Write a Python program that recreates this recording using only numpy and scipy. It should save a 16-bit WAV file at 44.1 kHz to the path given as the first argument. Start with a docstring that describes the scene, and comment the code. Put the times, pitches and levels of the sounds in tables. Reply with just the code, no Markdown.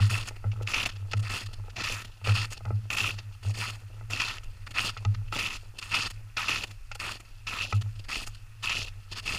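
"""Boots crunch through crusty snow in still winter woods, heard by a small camera in a housing on carried gear.
Breaking crust is a hail of short noisy grains, one band for each grain size, coloured by the housing;
slabs of crust snap as sudden noise spurts. Knocks tap the shell and set the mount ringing on two close
low modes that beat; walking hums in the mount, rumbles in the microphone and rattles loose gear.
Faint filtered noise makes the still air and the microphone's own hiss."""
import sys
import numpy as np
from scipy import signal
from scipy.fft import rfft, irfft
from scipy.io import wavfile

SR = 44100
rng = np.random.default_rng(int(sys.argv[2]) if len(sys.argv) > 2 else 0)


def to_linear_factor(level_db):
    """Convert decibel levels (scalar or array-like) to linear amplitude factors."""
    exponent = np.asarray(level_db, float) / 20
    return 10 ** exponent


def unload_audio(sound):
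    """Save the sound as a 16-bit wav file, at the path given as the first command line argument."""
    columns = np.transpose(np.atleast_2d(sound))
    # keep every value between -1 and 1, then stretch to whole-number steps
    steps = np.round(np.clip(columns, -1, 1) * 32767)
    wavfile.write(sys.argv[1], SR, steps.astype(np.int16))


N = 413658  # samples

# grain sizes from lumps to crystals: breaks_per_s, fade_t60_s, steady_share (against grains of rms 1)
GRAIN_SIZES = [(292.5, 0.027, 0.28), (301, 0.016, 2.75), (526, 0.007, 1.44), (498, 0.0049, 0.99),
               (700, 0.0078, 2.5), (1390, 0.0022, 0.08), (1750, 0.0042, 0.32)]
# borders between the bands that the grain sizes fill: edge_hz
GRAIN_EDGES = [950, 2000, 2600, 3200, 5000, 8000]
# spectrum of breaking snow: frequency_hz, density_db
SNOW_SPECTRUM = [(100, 1.5), (200, -2), (500, -6.5), (1000, -0.5), (2000, -1), (4000, -4.5), (7000, -2),
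                 (10000, -17.5), (15000, -21.5)]
# a spectrum that changes nothing: frequency_hz, gain_db
FLAT_SPECTRUM = [(1000, 0)]
# peaks and dips of the housing in front of the microphone: centre_hz, width_hz, gain_db
HOUSING_PEAKS = [(1305, 130, 6), (1620, 77, -10.5), (1830, 190, 4), (2630, 516, 16), (3844, 236, -9.5),
                 (4560, 1930, 4), (10460, 1200, 5.5), (11500, 670, -5.5), (13500, 730, 5),
                 (14000, 300, -14)]
# peaks and dips on each boot's own side of the housing, one list a boot: centre_hz, width_hz, gain_db
BOOT_PEAKS = [
    [(4630, 1700, 3), (6060, 390, -5), (6600, 260, 2.5), (7600, 780, -4), (8570, 550, 2)],
    [(3800, 390, 4), (7300, 530, 3), (8040, 1660, -7)],
]
FIRM_DB = -34  # reference level of firm pressure
LOW_DB, LOW_PER_DB = -9.5, 0.2525  # low crunch at the firm level and the start; its gain in dB per dB of easing
THINNING_DB_PER_S = -0.2328  # the lower crunch weakens as the snow gets shallower along the way


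def crush():
    """Granular fracture: each grain size breaks at random in its own band; shared slips modulate them all."""
    power, fine_power = pressure()
    level_db = 10 * np.log10(power)
    thinning_db = THINNING_DB_PER_S * np.arange(N) / SR
    low_db = LOW_DB + thinning_db + LOW_PER_DB * (FIRM_DB - level_db)

    # under full weight the snow gives evenly; light scuffs come in fits
    fits = np.clip(0.5 + 0.013 * (FIRM_DB - level_db), 0.3, 2.5)
    slips = (1.21 + grains(rate=47, spread_db=2.0, t60=0.075)) ** fits / 2.08 ** fits

    rest = colour(rng.standard_normal(N), SNOW_SPECTRUM)
    bands = []
    for hz in GRAIN_EDGES:
        bands.append(band(rest, hz, "low", order=3))
        rest = band(rest, hz, "high", order=3)
    bands.append(rest)

    # the mix of sizes changes as the sole rolls over the snow
    parts = []
    for noise, (rate, t60, steady) in zip(bands, GRAIN_SIZES):
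        mix = drift(rate=14.0, depth_db=2.0)
        breaking = unit(steady + grains(rate, 2.26, t60))
        parts.append(noise * slips * mix * breaking)

    # firm pressure brings out the squeaky middle sizes
    squeak = to_linear_factor(np.clip(0.56 * (level_db - FIRM_DB), -4, 5))
    parts[2:4] = [part * squeak for part in parts[2:4]]
    parts[1] = parts[1] * to_linear_factor(thinning_db)

    side = boot(np.arange(N) / SR)

    def through_housing(group):
        """Resonant transmission: the path through the housing changes with the boot that is down."""
        sides = [colour(sum(group), FLAT_SPECTRUM, HOUSING_PEAKS + peaks) for peaks in BOOT_PEAKS]
        return unit(np.choose(side, sides))

    low = through_housing(parts[:1])
    middle = through_housing(parts[1:5])
    fine = through_housing(parts[5:])
    return to_linear_factor(level_db) * (to_linear_factor(low_db) * low + middle) + np.sqrt(fine_power) * fine


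# pushes of heel, sole or toe into the snow: start_s, length_s, level_db, change_by_end_db,
# fine_hiss_db (relative to the push)
PUSHES = [(0.0, 0.087, -31, -15, -10.5), (0.09, 0.096, -34, 4.5, -9), (0.189, 0.047, -32, -8.5, -11),
          (0.25, 0.04, -44, 6, -6), (0.664, 0.058, -38, 9, -8.5), (0.73, 0.11, -25.5, -5.5, -11),
          (0.855, 0.022, -24, -14.5, -4.5), (1.22, 0.064, -42, 1.5, -10.5), (1.29, 0.1, -31.5, -4, -9),
          (1.381, 0.058, -39, -4.5, -11), (1.756, 0.067, -35.5, 4, -15), (1.831, 0.11, -30, -2.5, -9),
          (1.912, 0.11, -40, -2, -2.5), (2.239, 0.085, -34.5, 3, -12), (2.333, 0.12, -35.5, 0.5, -9),
          (2.501, 0.032, -38.5, 0, -2.5), (2.899, 0.055, -32.5, 0.5, -7), (2.962, 0.15, -27.5, -4, -8.5),
          (3.113, 0.029, -51, 6.5, -7), (3.18, 0.021, -35.5, -7, -18), (3.424, 0.092, -50, 8.5, -6),
          (3.533, 0.07, -44, 8.5, -4.5), (3.594, 0.11, -29.5, -6, -10), (3.714, 0.042, -50, 8, -9.5),
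          (4.097, 0.088, -33, -2, -10), (4.186, 0.19, -30, -9.5, -11), (4.737, 0.058, -38, 11.5, -16),
          (4.783, 0.12, -30, -5.5, -10), (5.318, 0.053, -34.5, 6, -12.5), (5.38, 0.11, -26.5, -6.5, -10.5),
          (5.492, 0.078, -31.5, -5, -10), (5.81, 0.18, -42, -6, -7.5), (5.909, 0.034, -29.5, -3.5, -15),
          (5.936, 0.138, -25, -11, -13), (6.365, 0.13, -27.5, -10.5, -13.5),
          (6.478, 0.15, -26.5, -9.5, -14.5), (6.629, 0.014, -30, -3.5, -8), (6.992, 0.13, -34.5, 1.5, -9),
          (7.126, 0.05, -45.5, 1, -12), (7.464, 0.19, -32.5, -2, -12.5), (7.603, 0.1, -28.5, -19.5, -13),
          (7.691, 0.037, -35.5, -7.5, -10), (7.735, 0.042, -41.5, -3.5, -6.5),
          (8.082, 0.16, -33.5, -1.5, -10), (8.262, 0.014, -39, 3, -1.5), (8.624, 0.061, -31.5, 1, -10),
          (8.685, 0.15, -29.5, -6, -8.5), (9.112, 0.024, -37.5, -2, -9), (9.151, 0.048, -40.5, 5, -9),
          (9.221, 0.036, -45.5, 3, -11), (9.251, 0.13, -30.5, -2, -9.5)]
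# crumbs of crust and small scuffs between the pushes: centre_s, peak_db, fine_hiss_db (relative to the crumb)
CRUST_CRUMBS = [(0.365, -45.5, -9), (0.628, -44, -3.5), (0.897, -32.5, -11), (0.92, -45, -18),
                (0.965, -44, -19), (1.121, -40, -15), (1.175, -42.5, -6), (1.2, -42.5, -4),
                (1.466, -38, -8), (1.538, -40, -5.5), (1.704, -46, -21), (2.052, -41, -4.5),
                (2.576, -44.5, -8), (4.44, -45, -2.5), (4.672, -41, -9), (4.716, -43.5, -8.5),
                (5.149, -48, -15), (5.284, -52, -16), (5.792, -36.5, -7), (6.109, -36, -2.5),
                (6.675, -42.5, -10), (6.713, -46, -10), (6.956, -41, -3.5), (7.206, -42, -3),
                (7.819, -39, -9.5), (7.96, -50, -13), (7.998, -44, -10), (8.049, -48, -10),
                (8.353, -48, -6), (8.848, -39.5, -3.5), (8.869, -39.5, -11), (8.885, -39, -8)]
BITE_S, RELEASE_S, CRUMB_S = 0.01, 0.041, 0.0099  # rise of a push, t60 after it, half length of a crumb
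SETTLE_DB, SETTLE_S = -17.5, 0.63  # loose snow trickles after each push: level relative to it, t60
RUSTLE_DB, RUSTLE_FINE_DB = -62.5, -8.5  # legs and clothing: level, and fine hiss relative to it


def pressure():
    """Addition of powers: pushes bite fast, hold on a slope and let go; crumbs are brief raised bumps."""
    t = np.arange(N) / SR
    power = (to_linear_factor(RUSTLE_DB) * drift(rate=61.0, depth_db=2.0)) ** 2
    fine = power * to_linear_factor(2 * RUSTLE_FINE_DB)  # twice the dB, because these are powers
    pushes = np.zeros(N)
    for s, length, db, change_db, fine_db in PUSHES:
        near = slice(int(s * SR), int((s + length + RELEASE_S) * SR))
        age = t[near] - s
        slope_db = change_db * np.minimum(age / length, 1)
        release_db = -60 * np.maximum(age - length, 0) / RELEASE_S
        push = to_linear_factor(2 * (db + slope_db + release_db)) * np.minimum(age / BITE_S, 1) ** 2
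        pushes[near] += push
        fine[near] += push * to_linear_factor(2 * fine_db)
    for s, db, fine_db in CRUST_CRUMBS:
        near = slice(int((s - CRUMB_S) * SR), int((s + CRUMB_S) * SR))
        bump = to_linear_factor(2 * db) * np.cos(np.pi / 2 * (t[near] - s) / CRUMB_S) ** 2
        power[near] += bump
        fine[near] += bump * to_linear_factor(2 * fine_db)
    # a thousandfold fall of power is only 30 dB, so fading over half of SETTLE_S lets the power fall by 60 dB
    # in SETTLE_S
    tail = fade(pushes, SETTLE_S / 2) * np.log(1000) / (SETTLE_S / 2 * SR)
    trickle = to_linear_factor(2 * SETTLE_DB) * tail
    return power + pushes + trickle, fine + trickle * to_linear_factor(2 * RUSTLE_FINE_DB)


FIRST_SWAP_S, STEP_S = 0.5, 0.567  # the boots take turns


def boot(s):
    """Periodic alternation of gait: which boot is down at time s, 0 or 1."""
    return (np.floor((s - FIRST_SWAP_S) / STEP_S).astype(int) + 1) % 2


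# slabs of crust snapping: start_s, bright_peak_db, fade_t60_s
SLAB_SNAPS = [(0.516, -33.5, 0.053), (0.673, -19.5, 0.016), (0.742, -13.5, 0.04), (0.757, -25, 0.03),
              (0.785, -22, 0.022), (0.834, -25, .015), (0.854, -21, 0.012), (0.858, -16, 0.037),
              (1.1326, -19.5, 0.027), (1.316, -28, 0.035), (1.767, -24.5, 0.014), (1.8392, -22, 0.018),
              (1.874, -20, 0.023), (1.897, -24, 0.025), (2.272, -19.5, 0.027), (2.293, -21, 0.022),
              (2.415, -24, 0.033), (2.653, -33.5, 0.014), (2.9029, -14.5, 0.015), (2.93, -21.5, 0.028),
              (2.971, -23, 0.058), (2.983, -19, .02), (3.002, -26, 0.025), (3.041, -18.5, 0.027),
              (4.132, -19, 0.033), (4.172, -23.5, 0.022), (4.199, -15.5, 0.064), (4.218, -15, 0.027),
              (4.31, -26, 0.024), (4.3827, -26, 0.015), (4.78, -20, 0.027), (4.804, -18, 0.032),
              (4.9722, -28.5, 0.057), (5.05, -22.5, 0.017), (5.363, -22, .02), (5.376, -22, 0.025),
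              (5.39, -18.5, 0.04), (5.438, -23, .015), (5.456, -26, .02), (5.505, -23, 0.019),
              (5.825, -22, 0.047), (5.916, -23.5, 0.064), (5.941, -15, 0.025), (5.971, -21, .02),
              (6.3692, -18, 0.02), (6.4808, -20, 0.051), (6.493, -16.5, 0.015), (6.515, -22, .02),
              (6.559, -16.5, 0.024), (6.638, -21, 0.027), (6.915, -28.5, 0.05), (6.999, -22, 0.022),
              (7.468, -21.5, 0.14), (7.588, -21, 0.022), (7.62, -20, 0.032), (7.7257, -21.5, 0.024),
              (8.114, -20.5, 0.28), (8.156, -19, 0.027), (8.636, -23, 0.078), (8.694, -18, 0.08),
              (8.727, -21, 0.047), (8.817, -23, .03), (9.268, -25, 0.016), (9.276, -19, 0.035),
              (9.291, -20.5, 0.042), (9.322, -20, 0.02)]
DULL_DB = -11  # peak of the lower part of a snap, relative to the bright part


def snaps(size=4096):
    """Brittle fracture: each slab cracks with a sudden spurt of noise, bright over a duller body."""
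    out, t = np.zeros(N + size), np.arange(size) / SR
    for s, db, t60 in SLAB_SNAPS:
        decay = np.exp(-np.log(1000) * t / t60)
        rise = np.minimum(t / 0.00076, 1)
        spurt = rng.standard_normal(size) * decay * rise
        spurt = colour(spurt, SNOW_SPECTRUM, HOUSING_PEAKS + BOOT_PEAKS[boot(s)])
        spurt = band(spurt, 5100.0, "low")
        dull = band(spurt, 2430.0, "low")
        bright = spurt - dull
        snap = bright / np.abs(bright).max() + to_linear_factor(DULL_DB) * dull / np.abs(dull).max()
        i = int(s * SR)
        out[i:i + size] += to_linear_factor(db) * snap
    return out[:N]


# knocks on the mount: start_s, ring_db, tap_peak_db, bounce_fade_s (time constant), favoured_pitch_hz
MOUNT_KNOCKS = [(0, -12.5, -31.5, 0.0029, 1020), (0.308, -48, -36, 0.017, 447),
                (0.441, -21, -30, 0.019, 720), (0.61, -28, -28.5, 0.011, 454),
                (1.135, -19, -20, 0.0066, 1240), (1.415, -40, -63, .004, 1000),
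                (1.638, -66, -48, .005, 800), (1.66, -62, -50, 0.003, 800), (1.681, -55, -38.5, 0.006, 700),
                (1.9, -31.5, -70, .004, 1000), (2.214, -36, -43, .005, 795),
                (2.271, -17.5, -24, 0.018, 533), (2.606, -37, -38.5, 0.0089, 905),
                (2.651, -25, -33.5, 0.047, 796), (2.705, -21, -25.5, 0.0087, 487),
                (3.008, -31, -60, .004, 1000), (3.14, -37, -43, .004, 800), (3.186, -76, -42, 0.0091, 700),
                (3.449, -21, -38, 0.0054, 610), (4.01, -46, -38, 0.005, 895),
                (4.967, -42, -29, 0.0074, 1400), (5.049, -16, -27.5, 0.0076, 970),
                (5.325, -48, -23, 0.017, 1330), (6.914, -75, -30, 0.0059, 1300),
                (6.953, -71, -34.5, 0.0067, 900), (7.725, -17, -20.5, 0.0082, 1310),
                (7.86, -60, -46, .008, 800), (8.274, -41, -36, 0.0076, 1230)]
# modes of the housing shell before each knock varies them: pitch_hz, level_db (relative), t60_s
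SHELL_MODES = [(337, 1, 0.02), (470, 2, 0.028), (642, -1, 0.025), (846, -1, 0.04), (1310, 6, 0.03),
               (1970, -2, .03), (2540, -2, 0.014)]
SPOT_DB = 1.5  # spread of a mode's level from knock to knock
OFF_SPOT_DB = 6.5  # loss per octave away from the favoured pitch


def taps(size=8192):
    """Modal excitation: the spot struck sets the mix of shell modes; one blow and a scatter of quick bounces."""
    out = np.zeros(N + SR + size)
    age = np.arange(size) / SR
    for s, _, tap_db, bounce_s, spot_hz in MOUNT_KNOCKS:
        modes = []
        for hz, db, t60 in SHELL_MODES:
            detune, lift = rng.standard_normal(2)
            loss_db = OFF_SPOT_DB * abs(np.log2(hz / spot_hz))
            modes.append((hz * (1 + 0.022 * detune), db + SPOT_DB * lift - loss_db, t60))
        chance = rng.standard_normal(size)
        rare = np.abs(chance) > 2.5
        blows = 0.16 * chance * np.exp(-age / bounce_s) * rare
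        blows[0] = 1
        softened = ring(modes)[:size] * np.minimum(age / 0.0013, 1)
        tap = signal.fftconvolve(softened, blows)
        i = int(s * SR)
        out[i:i + len(tap)] += to_linear_factor(tap_db) * tap / np.abs(tap).max()
    return out[:N]


# low modes of the mount: pitch_hz, level_db (relative), t60_s
# the close pair start in opposite senses, so the ring swells, then beats
MOUNT_MODES = [(97.54, 10.5, 0.47), (107.45, 9, 0.64), (203.5, -12.5, 0.51)]
# how hard walking shakes the gear: time_s, hum_db, rumble_db, shell_rattle_db
WALKING_SWAY = [(0.0, -46.5, -43, -61), (1.2, -38.5, -44.5, -58.5), (2.7, -49, -46, -71),
                (3.6, -43.5, -47, -67.5), (5.5, -43.5, -44, -66), (7.0, -48.5, -48, -84),
                (9.38, -46.5, -44.5, -64.5)]
RING_LAG_S = 0.0041  # the mount answers a moment after the shell
WAVER_DB = 1.5  # the grip on the gear shifts, so the ring wavers


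def mount():
    """Beating of coupled modes: knocks ring the mount, and random shaking keeps its low modes humming."""
    response = ring(MOUNT_MODES)
    blows = np.zeros(N)
    for s, ring_db, *_ in MOUNT_KNOCKS:
        blows[int((s + RING_LAG_S) * SR)] = to_linear_factor(ring_db)
    shake_db, rumble_db, _ = curve(WALKING_SWAY)
    shaken = signal.fftconvolve(rng.standard_normal(N), response)[:N]
    hum = to_linear_factor(shake_db) * unit(band(shaken, 106.0, "low"))
    deep = band(rng.standard_normal(N), [14.0, 34.0], "band", order=1)
    deep = unit(band(deep, 43.0, "low"))
    rumble = to_linear_factor(rumble_db) * drift(rate=6.3, depth_db=3.5) * deep
    rings = drift(rate=16.0, depth_db=WAVER_DB) * signal.fftconvolve(blows, response)[:N]
    return rings + hum + rumble


def rattle():
    """Random impact excitation: straps and gear tick against the shell in loose fits as the walker sways."""
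    fits = grains(rate=60, spread_db=1.5, t60=0.0061) * drift(rate=8.0, depth_db=4.0)
    ticks = rng.standard_normal(N) * fits
    shell = signal.fftconvolve(ticks, ring(SHELL_MODES))[:N]
    _, _, rattle_db = curve(WALKING_SWAY)
    return to_linear_factor(rattle_db) * unit(band(shell, 1200.0, "low"))


# spectrum of the still woods: frequency_hz, density_db
WOODS_SPECTRUM = [(100, 6), (250, -20), (600, -8.5), (1500, 0.5), (3000, -11.5), (6000, -9.5), (10000, -13),
                  (15000, -16.5)]
WOODS_DB = -64.5  # rms level of the air


def woods():
    """Stationary noise: still air heard through the housing, and the microphone's own hiss, which is not."""
    air = unit(colour(rng.standard_normal(N), WOODS_SPECTRUM, HOUSING_PEAKS))
    hiss = unit(colour(rng.standard_normal(N), WOODS_SPECTRUM))
    return to_linear_factor(WOODS_DB) * (air + to_linear_factor(-1.5) * hiss)


def grains(rate, spread_db, t60):
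    """Poisson process: random breaks, a few larger than the rest, each rising within a moment; rms 1."""
    size_db = spread_db * np.minimum(rng.exponential(size=N), 3.0)
    breaks = (rng.random(N) < rate / SR) * to_linear_factor(size_db)
    return unit(fade(fade(breaks, t60), t60 / 4))


def ring(modes):
    """Modal superposition: response to one blow, neighbouring modes in opposite senses; peak 1."""
    t = np.arange(SR) / SR
    y = np.zeros(SR)
    for k, (hz, db, t60) in enumerate(modes):
        decay = np.exp(-np.log(1000) * t / t60)
        y += (-1) ** k * to_linear_factor(db) * decay * np.sin(2 * np.pi * hz * t)
    return y / np.abs(y).max()


def fade(x, t60):
    """Exponential decay: every impulse leaves a tail that falls by 60 dB in t60 seconds."""
    return signal.lfilter([1], [1, -np.exp(-np.log(1000) / (t60 * SR))], x)


def drift(rate, depth_db):
    """Slow random modulation: gain in straight dB lines between aims 1 / rate s apart, held after the 500th."""
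    aims = rng.standard_normal(500)
    return to_linear_factor(depth_db * np.interp(np.arange(N) / SR * rate, np.arange(len(aims)), aims))


def colour(x, points, bumps=(), size=4096):
    """Minimum-phase filtering: a causal filter from a smooth spectrum plus resonant peaks and dips."""
    hz = np.maximum(np.arange(size // 2 + 1) * SR / size, 1)
    db = np.interp(np.log(hz), np.log([p[0] for p in points]), [p[1] for p in points])
    for centre, width, lift_db in bumps:
        db = db + lift_db / (1 + (2 * (hz - centre) / width) ** 2)
    # folding the cepstrum onto positive times makes the filter causal
    cepstrum = irfft(np.log(to_linear_factor(db)))
    cepstrum[1:size // 2] *= 2
    cepstrum[size // 2 + 1:] = 0
    return signal.fftconvolve(x, irfft(np.exp(rfft(cepstrum))))[:len(x)]


def band(x, hz, kind, order=2):
    """Band limiting: Butterworth filter, maximally flat in its pass band."""
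    return signal.sosfilt(signal.butter(order, hz, kind, fs=SR, output="sos"), x)


def unit(x):
    """Normalisation of mean power: scale to rms 1."""
    return x / np.sqrt(np.mean(x ** 2))


def curve(table):
    """Linear interpolation: columns of a table joined by straight lines, one value a sample."""
    s, *columns = np.transpose(table)
    return [np.interp(np.arange(N) / SR, np.maximum.accumulate(s), c) for c in columns]


def scene():
    """Superposition: all sources add at the one microphone."""
    return (crush() + snaps() + taps() + mount() + rattle() + woods())[None]


def band_limit(x):
    """A steep low-pass at the top of the band."""
    return signal.sosfilt(signal.butter(12, 15810, fs=SR, output="sos"), x)


def record(dry):
    """Low-pass filtering: the camera cuts the top with a steep elliptic filter."""
    top_hz = 15280
    steep = signal.ellip(10, 0.5, 22, top_hz, fs=SR, output="sos")  # order, ripple dB, stop-band loss dB
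    mix = signal.sosfilt(steep, dry)
    return band_limit(mix)


dry = scene()
out = record(dry)
unload_audio(out)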